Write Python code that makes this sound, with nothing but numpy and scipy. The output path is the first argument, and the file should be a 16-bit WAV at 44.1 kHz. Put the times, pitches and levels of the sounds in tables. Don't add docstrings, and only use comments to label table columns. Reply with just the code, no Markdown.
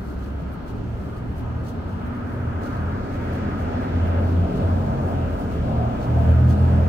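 import sys
import numpy as np
from scipy import signal
from scipy.fft import rfft, irfft, next_fast_len
from scipy.io import wavfile
from scipy.ndimage import uniform_filter1d

SR = 44100
rng = np.random.default_rng(int(sys.argv[2]) if len(sys.argv) > 2 else 0)


def inscribe(sig):
    pcm = np.round(np.clip(np.atleast_2d(sig).T, -1, 1) * 32767)
    wavfile.write(sys.argv[1], SR, pcm.astype(np.int16))


N = 303408
FFT_SIZE = next_fast_len(N)
TIME = np.arange(N) / SR
FREQ = np.maximum(np.arange(FFT_SIZE // 2 + 1) * SR / FFT_SIZE, 1)

# time in seconds, cycles per second.
BIG_ENGINE_SPEED = [(0, 33.1), (.5, 34.6), (.9, 37.66), (1.35, 39), (2.1, 40.34), (3.2, 42.04),
                    (3.85, 42.17), (4.2, 43.67), (4.9, 44.68), (5.05, 44.6), (5.2, 42.1), (5.55, 39.43),
                    (5.95, 38.95), (6.3, 40.43), (6.55, 41.7), (6.88, 41.97)]
# start and end in seconds, order, first and last level in dB.
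ORDER_SWELLS = [(0.04, 0.504, 2, -35, -32.5), (.84, 1.05, 2, -33, -36), (1.245, 1.7, 2, -32, -33),
                (1.8, 2.117, 2, -38, -35), (2.4, 2.593, 2, -33, -29.5), (2.773, 2.945, 2, -30.5, -30),
                (3.12, 3.8, 2, -33, -32), (3.914, 4.458, 2, -19.5, -19.5), (4.63, 4.872, 2, -20, -26),
                (5.027, 5.36, 2, -29, -24), (5.48, 5.9, 2, -28.5, -28), (6.103, 6.416, 2, -24.5, -13.5),
                (6.423, 6.6, 2, -16, -20.5), (6.602, 6.92, 2, -18, -18), (0.723, 0.982, 3, -36, -32),
                (1.198, 1.7, 3, -35.5, -32), (2.1, 2.543, 3, -39, -33), (2.75, 3.548, 3, -39.5, -36),
                (4.54, 4.639, 3, -27, -30), (4.742, 5.026, 3, -35, -29), (5.172, 5.29, 3, -31, -31),
                (5.558, 5.892, 3, -27, -25.5), (6, 6.077, 3, -34, -32), (6.08, 6.28, 3, -21, -22.5),
                (6.28, 6.531, 3, -23, -15), (6.58, 6.856, 3, -19, -26.5), (4.36, 4.625, 4, -31.5, -30),
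                (5.55, 5.8, 4, -33, -37), (6.1, 6.32, 4, -31, -33), (6.423, 6.875, 4, -36, -34),
                (.98, 1.12, 5, -42, -40), (3.223, 3.652, 5, -37.5, -36.5), (3.98, 4.272, 5, -35, -35.5),
                (4.55, 5.031, 5, -34, -33), (6.16, 6.3, 5, -29.5, -27), (6.442, 6.637, 5, -27, -29.5),
                (6.642, 6.92, 5, -38, -28.5)]
ORDER_LULL_DB = [-46.5, -49, -49.5, -49.5]
# time in seconds, pitch of order 5 in Hz, level of order 5 in dB, level of order 2 in dB.
SECOND_ENGINE = [(1.4, 227, -48, -35), (2.0, 233, -38, -37.5), (2.4, 236.5, -35.5, -32.5),
                 (2.7, 238, -45, -35), (3.3, 244, -40, -41), (3.9, 249, -34, -32.5), (4.65, 253, -37, -38),
                 (5.0, 254, -41, -39)]
# pitch in Hz, level in dB among
# the houses, level in dB by the wide road, the passing car's peak in dB, time of that peak in seconds.
TRAFFIC_PARTS = [(45, -40.5, -36.5, -46, 5), (160, -41, -31, -42.5, 5.7), (320, -42.5, -37.5, -44, 3.25),
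                 (660, -48.5, -31, -37, 3.78), (1338, -50, -47, -44, 3.08), (1900, -59.5, -52, -49, 3.5),
                 (2830, -62.5, -55, -57.5, 3.9), (4800, -68.5, -61.5, -63, 3.64),
                 (10000, -75.5, -64.5, -71.5, 3.2)]
# frequency in Hz, gain in dB.
TRAFFIC_COLOUR = [(25, -17.5), (60, -14.5), (150, -20.5), (240, -16), (320, -21), (450, -24.5), (700, -24),
                  (1050, -27.5), (1700, -26), (2200, -32.5), (3600, -35), (5500, -37), (10000, -40.5),
                  (15700, -41.5)]
# time in seconds, nearness of the road from 0 to 1, extra roar in dB, extra tyre whine in dB.
ROAD_NEARNESS = [(0, 0, 0, -2.5), (1, .1, -1, 0), (1.8, 0.11, 0, -1), (2.15, 0.1, 0.5, 2.5),
                 (2.5, 0.22, 1, 3), (2.9, 0.35, 1, -0.5), (3.2, 0.24, -1, -4), (3.45, 0.49, -0.5, 1),
                 (4, 0.61, 0.5, 2), (4.4, 0.78, 0.5, -2.5), (5, 0.86, 1.5, -1), (5.4, 0.78, 0, 0.5),
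                 (5.6, 0.78, -6, -1), (5.7, 0.81, 3, -2), (6.05, .8, 0, 0), (6.2, 1, 1, -0.5),
                 (6.45, 0.9, -4.5, -1.5), (6.65, .95, -0.5, 0), (6.88, 0.93, 1.5, 1)]
# time in seconds, share of traffic from the right from 0 to 1.
RIGHT_SHARE = [(0, 0.38), (1.8, 0.28), (2.5, 0.84), (3.5, 0.95), (6.88, 0.9)]
# frequency in Hz, likeness of the sides from 0 to 1, right minus left phase in radians for
# the road on the right, the same for traffic ahead, left minus right level in dB.
STEREO_IMAGE = [(35, .985, -0.5, -0.5, 0.5), (60, 1, 0.5, 0, 0), (170, 1, 0.35, -0.5, 0.5),
                (336, 0.85, 0.5, -1.5, -0.5), (535, 0.6, 0.5, 0.3, 3.5), (660, 0.44, 1.9, 1.14, 1.5),
                (890, 0.74, 3, 0.5, 2), (1156, 0.63, 3, 2.5, 1), (1222, 0.64, 0.9, -6.5, -0.5),
                (1820, 0.45, -0.9, -1, -2.5), (2590, 0.08, 1.5, -15, 1.5), (3310, 0.41, 4, 3.5, -1.5),
                (4330, 0.36, 3.5, 0, 0), (6100, 0.22, 4.5, 6.5, 0)]
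# peak time and length in seconds, pitch in Hz, glide in Hz per second, level in dB,
# left minus right in dB.
RINGING_TONES = [(3.22, 0.044, 920, 0, -43, 0), (4.53, .14, 413.4, -60, -34.5, 6),
                 (5.81, 0.06, 722, -43, -34.5, 0), (6.2, 0.092, 680, -31, -36.5, 9),
                 (6.27, 0.08, 460, -37, -38, 4), (6.39, .06, 640, 0, -38, 8), (5.8, 0.41, 226, 6, -31.5, 1),
                 (2.3, 0.22, 240, 5, -35.5, 0)]
# peak time and length in seconds, high hiss in dB, lower hiss in dB, left minus right in dB.
CLOTH_SWISHES = [(0.248, 0.12, -65, -62, -0.5), (0.097, .1, -70, -68, 0), (0.409, .05, -71.5, -68, -1),
                 (0.535, .045, -63, -75, 1), (0.695, .05, -63, -59.5, 1), (0.772, 0.059, -70, -69, -1),
                 (1.03, 0.056, -76, -79, -2), (1.172, 0.05, -70, -66, -2), (1.394, 0.053, -62.5, -66, 2),
                 (1.686, 0.071, -61, -58.5, 2), (1.908, .06, -70, -71, 0), (2.071, 0.05, -72, -75, -1),
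                 (2.16, 0.053, -72, -74, 0), (2.654, 0.069, -60, -56, 2), (2.74, .08, -72, -65, 0),
                 (3.142, .06, -68, -62, -2), (3.35, .065, -65, -65, 3), (3.605, .055, -65, -62, 4),
                 (3.828, 0.064, -67, -63, 0), (4.078, .06, -67, -65, 1), (4.307, .06, -67, -69, -1),
                 (4.564, .07, -68, -61.5, 2), (5.094, .07, -68, -69, -2), (5.418, .06, -64, -65, 2),
                 (5.531, .06, -63, -63, 0), (6.031, .06, -66, -57.5, 0), (6.508, .06, -58, -53.5, 0)]
# frequency in Hz, width in Hz, gain in dB.
HOUSING_RINGS = [(1217, 120, 4.5), (2790, 550, 5.5), (4290, 380, 5), (6240, 410, 3.5), (7700, 430, 0.5),
                 (12400, 1400, -0.5)]


def big_engine(restless_db=2.0, edge_s=0.052):
    sizes = np.array([from_db(db + restless_db * wander(7.6)) for db in ORDER_LULL_DB])
    for start, end, order, first_db, last_db in ORDER_SWELLS:
        fade = np.clip(np.minimum(TIME - start, end - TIME) / edge_s + .5, 0, 1)
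        sizes[round(order) - 2] += fade * from_db(np.interp(TIME, [start, end], [first_db, last_db]))
    return engine_drone(over_time(BIG_ENGINE_SPEED)[0], sizes, multiples=range(2, 6))


def second_engine(fade_s=0.15):
    top_hz, *levels_db = over_time(SECOND_ENGINE)
    start, end = SECOND_ENGINE[0][0], SECOND_ENGINE[-1][0]
    fade = np.clip(np.minimum(TIME - start, end - TIME) / fade_s, 0, 1)
    return fade * engine_drone(top_hz, from_db(levels_db), multiples=(1, 2 / 5))


def engine_drone(hz, sizes, multiples, wobble=0.0018, waver_db=1.8, width_db=-22):
    angle = 2 * np.pi * np.cumsum(hz * (1 + wobble * wander(14))) / SR
    out = 0
    for multiple, size in zip(multiples, sizes):
        phase = multiple * angle + 2 * np.pi * rng.random()
        width = from_db(width_db) * np.sqrt(multiple * hz.mean() / 80)
        side = width * np.sin(phase + 2 * np.pi * rng.random())
        note = np.sin(phase) + side * np.array([[1], [-1]])
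        out = out + np.sqrt(2) * size * from_db(waver_db * wander(18)) * note
    return out


def traffic(flicker_db=1.7, band_octaves=3 / 5):
    part_db, part_hz = traffic_levels(), [part[0] for part in TRAFFIC_PARTS]
    share = np.clip(over_time(RIGHT_SHARE)[0], 0, 1)
    likeness, road_phase, ahead_phase, balance_db = over_frequency(STEREO_IMAGE)
    likeness, sides = np.clip(likeness, 0, 1), np.array([[-1], [1]])
    colour = from_db(over_frequency(TRAFFIC_COLOUR)[0] - sides * balance_db / 2)
    spectra = []
    for phase in (ahead_phase, road_phase):
        noise = noise_spectra(3)
        shared = np.sqrt(likeness) * noise[0] * np.exp(.5j * sides * phase)
        echoes = np.sqrt(1 - likeness) * noise[1:]
        spectra.append(colour * (shared + echoes))
    out = 0
    for hz in 28 * 2 ** (np.arange(17) * band_octaves):
        ahead, right = irfft(np.array(spectra) * band(hz, band_octaves), FFT_SIZE)[..., :N]
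        blend = [np.interp(np.log(hz), np.log(part_hz), row) for row in np.eye(len(part_hz))]
        db = np.dot(blend, part_db) + flicker_db * wander(9)
        out = out + from_db(db) * (np.sqrt(1 - share) * ahead + np.sqrt(share) * right)
    return out


def traffic_levels(car_reach_s=0.72):
    nearness, roar_db, whine_db = over_time(ROAD_NEARNESS)
    roar, whine = band(hz=680, octaves=0.62), band(hz=1400, octaves=0.62)
    levels = []
    for hz, shelter_db, road_db, car_db, peak_s in TRAFFIC_PARTS:
        street = from_db(shelter_db + nearness * (road_db - shelter_db))
        car = from_db(car_db) / (1 + ((TIME - peak_s) / car_reach_s) ** 2)
        extra_db = roar_db * np.interp(hz, FREQ, roar) + whine_db * np.interp(hz, FREQ, whine)
        levels.append(10 * np.log10(street ** 2 + car ** 2) + extra_db)
    return np.array(levels)


def ringing_tones():
    out = np.zeros((2, N))
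    for peak_s, length, hz, glide, db, pan_db in RINGING_TONES:
        span, t, bump = swell(peak_s, length, pan_db)
        out[:, span] += bump * np.sqrt(2) * from_db(db) * np.sin(2 * np.pi * (hz + glide * t / 2) * t)
    return out


def clothes(grain_db=2.2, rustle_db=-73, uneven_db=4.5):
    rub = noise_spectra(2)
    grain = from_db(grain_db * wander(300))
    high = irfft(rub * band(hz=12170, octaves=0.82), FFT_SIZE)[:, :N] * grain
    low = irfft(rub * band(hz=4280, octaves=1.22), FFT_SIZE)[:, :N] * grain
    high, low = high / high.std(), low / low.std()
    out = (high + .7 * low) * from_db(rustle_db + uneven_db * wander(11))
    for peak_s, length, high_db, low_db, pan_db in CLOTH_SWISHES:
        span, _, bump = swell(peak_s, length, pan_db)
        out[:, span] += bump * (from_db(high_db) * high[:, span] + from_db(low_db) * low[:, span])
    return out


def swell(peak_s, length, pan_db):
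    span = slice(max(int((peak_s - 2 * length) * SR), 0), int((peak_s + 2 * length) * SR))
    t = TIME[span] - peak_s
    return span, t, np.exp(-4 * (t / length) ** 2) * from_db([[pan_db / 2], [-pan_db / 2]])


def wander(per_second):
    hold = int(SR / per_second)
    steps = np.repeat(rng.standard_normal(N // hold + 1), hold)
    return uniform_filter1d(uniform_filter1d(steps, hold), hold)[:N]


def noise_spectra(count):
    return rfft(rng.standard_normal((count, FFT_SIZE))) * np.sqrt(SR / 2)


def band(hz, octaves):
    return np.cos(np.pi / 2 * np.clip(np.log2(FREQ / hz) / octaves, -1, 1))


def over_time(table):
    seconds, *columns = np.transpose(table)
    return np.array([np.interp(TIME, seconds, column) for column in columns])


def over_frequency(table):
    hz, *columns = np.transpose(table)
    return [np.interp(np.log(FREQ), np.log(hz), column) for column in columns]


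def from_db(db):
    return 10 ** (np.asarray(db) / 20)


def scene():
    return big_engine() + second_engine() + traffic() + ringing_tones() + clothes()


def record(dry, top_hz=15750):
    lead_in = 4000
    sound = np.pad(dry, ((0, 0), (lead_in, 0)), mode="reflect", reflect_type="odd")
    for hz, width, db in HOUSING_RINGS:
        ring = signal.lfilter(*signal.iirpeak(hz, hz / width, fs=SR), sound)
        sound = sound + (from_db(db) - 1) * ring
    treble_cut = signal.ellip(12, .2, 80, top_hz, fs=SR, output="sos")
    return signal.sosfilt(treble_cut, sound)[:, lead_in:]


dry = scene()
out = record(dry)
inscribe(out)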